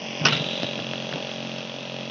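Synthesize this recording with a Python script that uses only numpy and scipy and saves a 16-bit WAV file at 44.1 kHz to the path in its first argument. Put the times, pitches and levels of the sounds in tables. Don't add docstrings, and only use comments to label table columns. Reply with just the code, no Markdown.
import sys
import numpy as np
from scipy import signal
from scipy.fft import rfft, irfft
from scipy.io import wavfile

SR = 44100
rng = np.random.default_rng(int(sys.argv[2]) if len(sys.argv) > 2 else 0)


def output_pcm(signal):
    pcm = np.clip(np.atleast_2d(signal).T, -1, 1) * 32767
    wavfile.write(sys.argv[1], SR, np.round(pcm).astype(np.int16))


N = 92610
TIME = np.arange(N) / SR

# time_s, gain_db
PUMP_LEVEL = [(0, -3), (.18, -0.5), (.45, 0), (.62, 0.5), (.9, -2), (1.25, 0), (1.5, -2), (1.8, -4),
              (1.95, -1), (2.1, -2.5)]
# time_s, gain_db
VALVE_LEVEL = [(0, -1), (.18, 2.5), (.45, 4), (.62, 4.5), (.9, 4), (1.25, 3), (1.5, 1), (1.8, -1),
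               (1.95, 1.5), (2.1, -0.5)]
# start_s, gain_db, ringing_gain, treble_db
CLACKS = [(0.251, -5, 1, 1), (0.2543, 0.5, 0.75, 0), (0.264, -10.5, .35, 8), (0.2713, -7, 0.41, -1),
          (0.2844, -6.5, 0.56, -2), (0.3232, -6, 0.58, -6), (0.3321, -11, 0.25, -13),
          (0.3663, -17, 0.27, 4.5), (1.581, -22, 0.55, 2)]


def from_db(db):
    return 10 ** (np.asarray(db) / 20)


def curve(rows):
    return np.interp(TIME, *np.transpose(rows))


def butter(x, order, edges_hz, kind):
    return signal.sosfilt(signal.butter(order, edges_hz, kind, fs=SR, output="sos"), x)


def noise(spectrum):
    hz, db = np.transpose(spectrum)
    f = np.maximum(np.arange(N // 2 + 1) * SR / N, 1)
    colour = from_db(np.interp(np.log(f), np.log(hz), db))
    skirts = np.minimum(f / hz[0], 1) ** 2 * np.minimum(hz[-1] / f, 1) ** 2
    x = irfft(rfft(rng.standard_normal(N)) * colour * skirts, N)
    return x / x.std()


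def drift(rate_hz):
    f = np.arange(N // 2 + 1) * SR / N
    x = irfft(rfft(rng.standard_normal(N)) / (1 + (f / rate_hz) ** 2), N)
    return (x - x.mean()) / x.std()


def clicks(times, gains):
    at = np.round(np.asarray(times) * SR).astype(int)
    inside = (at >= 0) & (at < N)
    return np.bincount(at[inside], (gains * np.ones(len(at)))[inside], N)


def ring(hits, hz, t60, rise_s):
    envelope = np.exp(-np.log(1000) * TIME / t60) * (1 - np.exp(-TIME / rise_s))
    return signal.fftconvolve(hits, np.sin(2 * np.pi * hz * TIME) * envelope)[:N]


def strike(times, gains, modes, rise_s, spread_db):
    out = 0
    for hz, db, t60 in modes:
        strengths = gains * from_db(db + spread_db * rng.standard_normal(len(times)))
        out += ring(clicks(times, strengths), hz, t60, rise_s)
    return out


def bursts(times, gains, decay_s):
    feedback = np.exp(-2 / (decay_s * SR))
    power = signal.lfilter([1], [1, -feedback], clicks(times, gains ** 2) + 1e-18)
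    return np.sqrt(power)


def surge(strokes, depth):
    pulses = bursts(strokes, 1, decay_s=0.0054)
    return 1 + depth * (pulses / pulses.mean() - 1)


def rumble():
    spectrum = [(30, -34.5), (62, -34), (90, -19.5), (135, -1), (230, 5), (340, -3), (600, -2.5),
                (1200, -17.5)]
    level = [(0, -38), (.18, -45), (.25, -24.5), (.3, -32), (.4, -34.5), (.48, -36), (.8, -40),
             (1.08, -42.5), (1.17, -32.5), (1.27, -44), (1.7, -43), (2.1, -45.5)]
    return noise(spectrum) * from_db(curve(level))


def knocks():
    blows = [(0.6318, -17, -13, 8000), (0.6436, -25, -28, 4000), (0.791, -15, -17.5, 1300),
             (.8015, -34, -26, 1200), (0.9344, -16, -26, 2800), (1.1263, -13.5, -23, 2300),
             (1.1386, -21, -27, 4500)]
    tick_modes = [(1470, -1.5, 0.0053), (1960, 1, 0.0031), (3060, -3.5, 0.0017), (3970, 1, .004),
                  (5280, 1, 0.0023)]
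    body_modes = [(276, -0.37, 0.013), (672, -1.1, 0.011)]
    out = 0
    for start_s, tick_db, body_db, cutoff_hz in blows:
        hit = 0
        for db, modes in ((tick_db, tick_modes), (body_db, body_modes)):
            for k, (hz, mode_db, t60) in enumerate(modes):
                impulse = clicks([start_s], from_db(db + mode_db))
                hit -= (-1) ** k * ring(impulse, hz, t60, rise_s=0.00005)
        out += butter(hit, 2, cutoff_hz, "low")
    return out


def tank_bumps():
    bumps = [(.21, -9.5, 160, 0.068), (0.244, -21, 152.4, 0.41), (0.317, -17, 145, 0.11),
             (0.355, -15.5, 162.4, 0.08), (0.399, -14.5, 156, 0.078), (0.637, -18.5, 139, 0.037),
             (0.79, -27, 133.3, 0.19), (0.93, -26, 131, 0.066), (1.136, -24, 154, 0.099),
             (1.152, -23.5, 271, 0.09)]
    return sum(ring(clicks([s], from_db(db)), hz, t60, rise_s=0.0065) for s, db, hz, t60 in bumps)


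def lance():
    modes = [(421, -25, .16), (676, -22, .09), (1098, -26, .13), (1349, -18.5, .07), (1483, -20, .09),
             (1860, -26, .11), (2282, -30, .1), (2690, -11, .035), (2850, -19, .04), (3171, -24, .08),
             (4550, -28, .05), (4780, -28, .05), (5350, -21, .035), (5680, -21, .035)]
    crack_spectrum = [(200, -14), (700, 3), (950, -8.5), (1350, 7), (2000, -14), (2750, 11.5), (3500, -3.5),
                      (4300, -3), (5400, 4), (6200, -7.5), (7000, -38)]
    tail_spectrum = [(200, -23.5), (700, -1.5), (1400, -4.5), (2000, -0.5), (2900, 4.5), (3900, -4.5),
                     (4400, -12), (6500, -30)]
    treble_hz = 4200
    crack = from_db(-12) * noise(crack_spectrum)
    tail = from_db(-27) * noise(tail_spectrum)
    out = 0
    for start_s, db, ringing, treble_db in CLACKS:
        hit = crack * bursts([start_s], 1, decay_s=0.0054)
        hit += strike([start_s], ringing, modes, rise_s=0.0005, spread_db=4)
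        low = butter(hit, 5, treble_hz, "low")
        high = butter(hit, 5, treble_hz, "high") * from_db(treble_db)
        rattle = tail * bursts([start_s], 0.93, decay_s=0.037)
        out += from_db(db) * (low + high + rattle)
    return out


def mist(strokes):
    thin = [(400, -9.5), (750, 3), (1050, -0.5), (1350, -9), (2200, 2), (2700, 6.5), (3200, 3),
            (3700, -12.5), (4500, -5.5), (5200, -0.5), (6100, -2.5), (7000, -24)]
    full = [(400, -13), (750, -4.5), (1200, -2), (1900, -3.5), (2300, -2), (2700, 4.5), (3200, -0.5),
            (3700, -2.5), (4600, -5), (5300, -6), (6200, -5.5), (8000, -26.5)]
    level = [(0, -38.5), (.2, -35.5), (.5, -39.5), (.9, -39), (1.3, -39), (1.7, -40.5), (2.1, -41)]
    hiss = np.where(TIME < CLACKS[0][0], noise(thin), noise(full))
    grain_db = 1.1 * drift(rate_hz=380)
    return hiss * from_db(curve(level) + grain_db) * surge(strokes, depth=0.029)


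def jet(strokes):
    spectrum = [(1200, -19), (2200, -16), (2700, -6), (3300, -2), (3930, 0), (4130, -14), (4500, -18),
                (4800, -22), (6000, -21), (7000, -22), (7450, -18), (8000, -20)]
    level = [(0, -65), (.24, -65.5), (.285, -34), (.318, -34.5), (.33, -22), (.36, -31), (.43, -33.5),
             (.57, -32.5), (.695, -36), (.72, -39.5), (.9, -48), (1.6, -47.5), (2.1, -50)]
    return noise(spectrum) * from_db(curve(level)) * surge(strokes, depth=0.2)


def tank_hum(turns):
    harmonics = [(2, -59.5), (3, -44.5), (4, -47.5), (5, -42.5), (6, -49.5), (7, -53.5), (8, -51.5),
                 (11, -51), (12, -47.5), (13, -47), (14, -47), (17, -54), (18, -50.5), (20, -58.5),
                 (22, -55)]
    low_level = [(0, -10), (.18, -1), (.45, 0.5), (.62, -2), (.9, 3), (1.25, -2), (1.45, 2.5), (1.6, -1.5),
                 (1.82, -5), (1.95, 1), (2.1, 0)]
    waver_db, upper_lag_strokes = 0.94, 0.078
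    out = 0
    for multiple, db in harmonics:
        is_low = multiple < 10
        level_db = db + curve(low_level if is_low else PUMP_LEVEL) + waver_db * drift(rate_hz=2.1)
        lag = rng.random() if is_low else upper_lag_strokes
        out += np.sqrt(2) * from_db(level_db) * np.sin(2 * np.pi * multiple * (turns - lag))
    return out


def gush(strokes):
    spectrum = [(300, -10), (620, -8.5), (1100, -11), (2100, -11), (2700, 3.5), (3400, 0.5), (3900, -9),
                (4700, -7), (5300, -6.5), (6000, 0), (7000, -10)]
    spurts = from_db(-40) * bursts(strokes, 0.8, decay_s=0.0034)
    return noise(spectrum) * spurts * from_db(curve(VALVE_LEVEL))


def pump(strokes):
    contacts = [(0, -0.5, 6), (.0052, -16.5, -20), (.0098, -21, -2.5)]
    housing_modes = [(478, -29.5, 0.019), (608.3, -26.5, 0.026), (770, -35.5, .014)]
    valve_modes = [(2723, -24.5, 0.0047), (2920, -34, 0.0076), (3300, -25, 0.0065), (3475, -33, 0.0053)]
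    jitter_s, housing_lag_s, spread_db = 0.00006, 0.00033, 1.73
    housing_band_hz, valve_band_hz = (297, 950), (2503, 3430)
    housing_rise_s, valve_rise_s = 0.00054, 0.00045
    thuds = ticks = 0
    for delay_s, housing_db, valve_db in contacts:
        times = strokes + delay_s + jitter_s * rng.standard_normal(len(strokes))
        thuds += strike(times + housing_lag_s, from_db(housing_db), housing_modes, housing_rise_s, spread_db)
        ticks += strike(times, from_db(valve_db), valve_modes, valve_rise_s, spread_db)
    housing = butter(thuds, 2, housing_band_hz, "band") * from_db(curve(PUMP_LEVEL))
    valves = butter(ticks, 3, valve_band_hz, "band") * from_db(curve(VALVE_LEVEL))
    return housing + valves


def scene():
    motor_speed = [(0, 45.1), (.3, 44.72), (1.2, 44.7), (1.6, 44.57), (1.95, 44.78)]
    first_stroke_s = 0.0181
    rate_hz = curve(motor_speed)
    turns = np.cumsum(rate_hz) / SR - first_stroke_s * rate_hz[0]
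    strokes = np.interp(np.arange(int(turns[-1]) + 1), turns, TIME)
    background = rumble()
    machine = pump(strokes) + tank_hum(turns) + gush(strokes)
    spray = mist(strokes) + jet(strokes)
    handling = lance() + tank_bumps() + knocks()
    return (background + machine + spray + handling)[None]


def record(dry):
    bottom_hz, top_hz, stopband_hz = 95, 6090, 8300
    x = butter(dry, 6, bottom_hz, "high")
    x = butter(x, 10, top_hz, "low")
    return signal.sosfilt(signal.cheby2(12, 50, stopband_hz, fs=SR, output="sos"), x)


dry = scene()
out = record(dry)
output_pcm(out)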